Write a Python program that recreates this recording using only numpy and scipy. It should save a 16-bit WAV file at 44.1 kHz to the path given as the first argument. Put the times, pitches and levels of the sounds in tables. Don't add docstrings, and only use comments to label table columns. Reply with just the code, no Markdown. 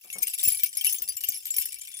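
import sys
import numpy as np
from scipy import signal
from scipy.io import wavfile
from scipy.ndimage import uniform_filter1d

SR = 44100
rng = np.random.default_rng(int(sys.argv[2]) if len(sys.argv) > 2 else 0)


def bounce(signal):
    frames = np.transpose(np.atleast_2d(signal))
    limited = np.clip(frames, -1, 1)
    pcm = np.round(limited * 32767).astype(np.int16)
    wavfile.write(sys.argv[1], SR, pcm)


def invert_db(level):
    return 10 ** (np.asarray(level, dtype=float) / 20)


N = 88200


def drift(rate_hz):
    r = np.exp(-2 * np.pi * rate_hz / SR)
    settle = 9000
    slow = signal.lfilter([1], [1, -2 * r, r * r], rng.standard_normal(N + settle))[settle:]
    return (slow - slow.mean()) / slow.std()


def butter(x, order, hz, kind):
    return signal.sosfilt(signal.butter(order, hz, kind, fs=SR, output="sos"), x)


def left_right(db):
    return invert_db(np.array([[db], [-db]]) / 2)


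def decay(kicks, fade_s):
    return signal.lfilter([1], [1, -np.exp(-1 / (fade_s * SR))], kicks)


def breadth(db):
    typical_db = -25
    over = np.asarray(db) - typical_db
    return typical_db + np.where(over > 0, 0.5, 0.72) * over


def agitation_db():
    settle_s, breeze_db = 0.026, -34
    kicks, rows = np.zeros(N), np.transpose(EARLY + LATE)
    kicks[(rows[0] * SR).astype(int)] = invert_db(breadth(rows[1]))
    return 20 * np.log10(decay(kicks, settle_s) + invert_db(breeze_db))


# frequency in Hz, level in dB.
AIR = [(25, -33), (55, -4.5), (110, -17.5), (1000, -35), (1700, -30), (2500, -15), (16000, -11)]


def air():
    level_db, follows, patchy_db, patch_hz, pan_db = -42.5, 1, 7, 22.4, 2
    out, white = 0, rng.standard_normal((2, 2, N))
    edges_hz = 25 * 2 ** np.arange(0, 9.6, 0.5)
    air_hz, air_db = np.transpose(AIR)
    for k, (low, high) in enumerate(zip(edges_hz, edges_hz[1:])):
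        band = butter(white[k % 2], 2, [low, high], "band")
        db = np.interp(np.log(low * high) / 2, np.log(air_hz), air_db)
        right_loss_db = np.array([[0], [900 / low]])
        out = out + invert_db(db + patchy_db * drift(patch_hz) - right_loss_db) * band
    follow = uniform_filter1d(agitation_db(), size=800)
    gain = invert_db(level_db + follows * (follow - follow.mean()))
    return gain * out * left_right(pan_db)


# start in seconds, peak in dB, width in seconds.
BUMPS = [
    (0.474, -24.5, 0.0024),
    (0.52, -36.5, 0.0025),
    (0.774, -50, 0.0042),
    (0.85, -39, 0.0044),
    (0.865, -39.5, 0.0022),
    (0.944, -40.5, 0.0011),
    (1.286, -35, 0.0022),
    (1.587, -41, 0.0016),
]


def bumps(chime):
    low_cut_hz, strain_db = 35.5, -27
    t = np.arange(N) / SR
    push = np.zeros(N)
    for s, db, width in BUMPS:
        push -= invert_db(db) * np.exp(-np.abs(t - s - width / 2) / (0.49 * width))
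    power = butter(chime[0], 8, 12500, "low") ** 2
    push -= invert_db(strain_db) * butter(power, 2, 300, "low")
    return butter(push, 4, low_cut_hz, "high") * np.array([[1], [0]])


# start in seconds, peak in dB.
KNOCKS = [
    (0.045, -67.5),
    (.155, -55.5),
    (0.998, -65.5),
]
# frequency in Hz, level in dB, T60 in seconds.
SEAT = [(194, -6, .45), (350, -4, .29), (452, -4, .15), (538, -9, .3), (732, -5, .4), (1250, -6, .07)]


def seat():
    thud_db, thud_t60_s, waver_db, waver_hz, pan_db = 15.5, 0.28, 5.0, 47, 5
    out, t = np.zeros((2, N)), np.arange(N) / SR
    thud = butter(rng.standard_normal((2, N)), 2, [150, 1300], "band")
    for s, db in KNOCKS:
        since = np.maximum(t - s, 0)
        out += invert_db(db + thud_db - 60 * since / thud_t60_s) * (t > s) * thud
        for hz, level, t60 in SEAT:
            mode_db = db + level + waver_db * drift(waver_hz) - 60 * since / t60
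            out += invert_db(mode_db) * np.sin(2 * np.pi * hz * since)
    return out * left_right(pan_db)


def echoes(x):
    level_db, t60_s, first_s, length_s = -18, 0.14, 0.002, 0.12
    t = np.arange(int(length_s * SR)) / SR
    tail = rng.standard_normal((2, len(t))) * invert_db(-60 * t / t60_s) * (t > first_s)
    tail = tail / np.sqrt(np.sum(tail ** 2, axis=1, keepdims=True))
    return invert_db(level_db) * signal.fftconvolve(x, tail, axes=1)[:, :N]


LEFT_LAG_S = 0.00018


def cracks(s, db):
    tick_db, tick_s, sizzle_db, sizzle_s, low_hz, pan_db = -3.5, 0.0017, -11, 0.0037, 2075, 4.5
    clicks, noise = np.zeros(N), rng.standard_normal((3, N))
    np.add.at(clicks, (np.asarray(s) * SR).astype(int), invert_db(db))
    clicks += 1e-18
    tick = invert_db(tick_db) * decay(clicks, tick_s) * noise[0]
    sizzle = invert_db(sizzle_db) * decay(clicks, sizzle_s) * noise[1:]
    both = np.array([np.roll(tick, int(LEFT_LAG_S * SR)), tick]) + sizzle
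    return butter(both, 5, low_hz, "high") * left_right(pan_db)


def lasting(hz):
    return 1 + 1.8 * np.exp(-((hz - 5350) / 600) ** 2)


# frequency in Hz, left over right in dB.
LEFTWARD = [(2400, 11), (4400, 1), (8000, 4), (15000, 8)]


def add(out, s, db, hz, length_s, luck):
    attack_s, damp_shape, tail_db = 0.0004, 1.6, -24
    pan_spread_db, lag_spread_s, wobble_hz, wobble = 4, 0.00008, 86.8, 1
    tail_t60_s = 0.2 * lasting(hz)
    i = int(s * SR)
    n = min(int((length_s + 0.77 * tail_t60_s) * SR), N - i)
    pan_db = np.interp(hz, *np.transpose(LEFTWARD)) + pan_spread_db * luck[0]
    lag_s = LEFT_LAG_S + lag_spread_s * luck[1]
    t = np.arange(n) / SR - np.array([[lag_s], [0]])
    body = np.clip(1 - t / length_s, 0, 1) ** damp_shape + invert_db(tail_db - 60 * t / tail_t60_s)
    rise = np.clip(t / attack_s, 0, 1)
    beat = 1 + wobble * np.sin(2 * np.pi * wobble_hz * luck[2] * t[1])
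    tone = np.sin(2 * np.pi * hz * t + 3 * luck[2])
    out[:, i:i + n] += invert_db(db) * left_right(pan_db) * rise * beat * body * tone


MODES_HZ = [2330, 2710, 2950, 3140, 3520, 4820, 5110, 5400, 5750, 6190, 7300, 7410, 7810, 8450, 8910, 9380,
            9700, 10040, 10330, 10760, 10950, 11170, 11430, 12800, 13300, 14000, 14500, 15030, 15300]
# frequency in Hz, level in dB.
RADIATION = [(2200, -12.5), (4000, -20.5), (7000, -7.5), (11000, -5), (16000, -8)]


def any_mode(pick, luck):
    hz = MODES_HZ[int(pick * len(MODES_HZ))] * (1 + 0.00367 * luck)
    return hz, np.interp(hz, *np.transpose(RADIATION))


def touches():
    per_s, ring_s, level_db, spread_db, most = 240, 0.019, -19.5, 3, 900
    out, draw = np.zeros((2, N)), rng.random((most, 6))
    times = np.cumsum(-np.log(1 - draw[:, 0])) / per_s
    luck = np.clip(rng.standard_normal((most, 4, 6)), -1.5, 1.5)
    keep = times < (N - 100) / SR
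    shaking_db = agitation_db()[np.minimum(times * SR, N - 1).astype(int)]
    levels = shaking_db + level_db - spread_db * np.log(1 - 0.95 * draw[:, 1])
    for s, db, picks, rows in zip(times[keep], levels[keep], draw[keep], luck[keep]):
        for pick, row in zip(picks[2:], rows):
            hz, mode_db = any_mode(pick, row[4])
            length_s = ring_s * invert_db(4.85 * row[3]) * np.sqrt(8000 / hz) * lasting(hz)
            add(out, s, db + mode_db + 3 * row[5], hz, length_s, row)
    return out + cracks(times[keep], levels[keep])


# start in seconds, peak in dB, loudest mode in Hz, length in seconds.
EARLY = [(0.102, -35, 10670, 0.016), (0.127, -34, 10760, 0.037), (0.184, -29, 9450, 0.015),
         (0.22, -35, 7230, 0.019), (0.23, -16, 11280, 0.023), (0.27, -22, 9450, 0.009),
         (0.278, -25, 11440, 0.028), (0.335, -28, 11280, 0.02), (0.34, -26, 10960, 0.021),
         (0.379, -31, 7320, 0.03), (0.385, -26, 11260, 0.011), (0.398, -32, 11180, 0.036),
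         (0.412, -34, 9440, 0.008), (0.43, -21, 14570, 0.018), (0.436, -17, 15300, 0.018),
         (0.451, -22, 7400, 0.026), (0.475, -17, 10940, 0.025), (0.481, -15, 15030, 0.019),
         (0.502, -20, 11040, 0.01), (0.52, -23, 11190, 0.037), (0.535, -32, 15280, 0.018),
         (0.547, -24, 10920, 0.029), (0.572, -29, 10940, 0.032), (0.597, -26, 14550, 0.015),
         (0.634, -12, 15030, 0.019), (0.659, -28, 10940, 0.026), (0.729, -34, 7830, 0.014),
         (0.751, -40, 10860, 0.013), (0.77, -22, 10840, 0.024), (0.811, -22, 15320, 0.016),
         (0.84, -29, 12290, 0.015), (0.846, -12, 11210, 0.008), (0.853, -26, 7570, 0.024)]
# start in seconds, peak in dB, loudest mode in Hz, length in seconds.
LATE = [(0.867, -16, 11160, 0.029), (0.895, -25, 15020, 0.014), (0.926, -23, 15500, 0.056),
        (0.943, -28, 15520, 0.038), (0.984, -33, 15300, 0.026), (1.02, -25, 15020, 0.025),
        (1.077, -31, 9770, 0.037), (1.087, -24, 10340, 0.027), (1.169, -25, 7370, 0.019),
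        (1.207, -33, 13880, 0.01), (1.237, -24, 14130, 0.014), (1.243, -27, 11430, 0.016),
        (1.287, -18, 14400, 0.017), (1.321, -33, 11410, 0.018), (1.343, -32, 11140, 0.067),
        (1.364, -32, 11180, 0.04), (1.455, -27, 13330, 0.018), (1.468, -27, 12810, 0.008),
        (1.505, -22, 7330, 0.026), (1.54, -29, 11390, 0.015), (1.565, -22, 15020, 0.019),
        (1.584, -15, 11390, 0.012), (1.598, -27, 11710, 0.03), (1.616, -28, 9710, 0.031),
        (1.656, -24, 11160, 0.021), (1.722, -31, 7350, 0.013), (1.743, -30, 10970, 0.011),
        (1.787, -43, 9710, 0.018), (1.816, -34, 11160, 0.035), (1.873, -34, 13330, 0.008),
        (1.916, -43, 9720, 0.022), (1.94, -38, 9670, 0.026), (1.969, -35, 9660, 0.024),
        (1.99, -34, 9670, 0.009)]
# start in seconds, peak in dB, mode in Hz, length in seconds.
DEEP = [(0.101, -33.5, 2680, 0.0096), (0.133, -40.5, 2203, 0.063), (0.132, -37.5, 6820, 0.03),
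        (0.22, -43, 5010, 0.045), (0.228, -25.5, 6160, 0.037), (0.279, -37.5, 5770, 0.032),
        (0.279, -35.5, 2900, 0.02), (0.337, -32, 2667, 0.018), (0.394, -22.5, 3590, 0.0091),
        (0.438, -39, 5350, 0.047), (0.451, -34, 2640, 0.039), (0.472, -43.5, 2673, 0.041),
        (0.483, -44, 4930, 0.033), (0.5, -31, 6900, 0.015), (0.637, -45.5, 6440, 0.011),
        (0.659, -41.5, 6200, 0.081), (0.75, -33, 6800, 0.058), (0.772, -39, 5420, 0.04),
        (0.811, -27, 3160, 0.022), (0.853, -33, 2860, 0.012), (0.873, -39.5, 5340, 0.08),
        (0.87, -25, 2710, 0.019), (0.926, -31, 6400, 0.016), (0.926, -31, 6120, 0.013),
        (0.985, -29, 6330, 0.011), (1.078, -40, 4825, 0.12), (1.091, -32, 6060, 0.012),
        (1.167, -42, 5510, 0.076), (1.24, -30.5, 2826, 0.012), (1.286, -34.5, 5750, 0.066),
        (1.302, -25.5, 6400, 0.008), (1.321, -34.5, 4750, 0.033), (1.345, -43, 5340, 0.075),
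        (1.54, -40.5, 5550, 0.084), (1.565, -32.5, 6100, 0.018), (1.582, -33, 2234, 0.033),
        (1.659, -41, 5400, 0.1), (1.73, -46.5, 5570, 0.043), (1.765, -48, 2310, 0.046),
        (1.93, -48, 3455, 0.12)]
# start in seconds, peak in dB, mode in Hz, length in seconds.
BRIGHT = [(0.223, -17, 15000, 0.027), (0.392, -31, 7600, 0.063), (0.437, -24.5, 9770, 0.025),
          (0.435, -22, 11000, 0.016), (0.447, -26, 14570, 0.036), (0.451, -20, 15200, 0.024),
          (0.458, -24, 11410, 0.018), (0.482, -31, 7450, 0.042), (0.516, -28, 7350, 0.025),
          (0.773, -26, 12000, 0.028), (0.77, -28, 9170, 0.017), (0.853, -16, 11200, 0.012),
          (0.864, -25.5, 14000, 0.017), (0.905, -33.5, 10080, 0.088), (0.895, -30, 11160, 0.029),
          (0.926, -24, 11800, 0.029), (0.924, -23, 14700, 0.032), (0.932, -21, 9560, 0.013),
          (0.944, -30.5, 10930, 0.027), (0.943, -34, 15490, 0.036), (1.02, -29, 13700, 0.022),
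          (1.087, -25, 14600, 0.016), (1.166, -29, 13800, 0.047), (1.288, -18.5, 11480, 0.032),
          (1.286, -18.5, 7570, 0.012), (1.508, -23.5, 11790, 0.022), (1.564, -27, 10060, 0.026),
          (1.585, -35, 9700, 0.031), (1.61, -22, 14800, 0.02), (1.654, -26.5, 14000, 0.026),
          (1.813, -34.5, 7190, 0.012)]


def clinks():
    ring_s, others_db, spread_db = 0.02, -11, 2.5
    out, rows = np.zeros((2, N)), EARLY + LATE
    for s, db, _, _ in rows:
        luck = np.clip(rng.standard_normal((8, 6)), -1.5, 1.5)
        for row, pick in zip(luck, rng.random(8)):
            hz, mode_db = any_mode(pick, row[4])
            other_db = breadth(db) + others_db + mode_db + spread_db * row[5]
            add(out, s, other_db, hz, ring_s * invert_db(2 * row[3]) * lasting(hz), row)
    for s, db, hz, length_s in rows + DEEP + BRIGHT:
        add(out, s, db, hz, length_s, rng.standard_normal(3) / [2, 3, 8])
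    starts, peaks_db = np.transpose(rows)[:2]
    return out + cracks(starts, breadth(peaks_db))


def scene():
    chime = clinks() + touches()
    return chime + echoes(chime) + seat() + bumps(chime) + air()


def low_pass(x):
    return signal.sosfilt(signal.butter(12, 16820, fs=SR, output="sos"), x)


def record(dry):
    cutoff_hz = 16500
    top_cut = signal.cheby2(10, 60, cutoff_hz * 1.028, fs=SR, output="sos")
    mix = signal.sosfilt(top_cut, dry)
    return low_pass(mix)


dry = scene()
out = record(dry)
bounce(out)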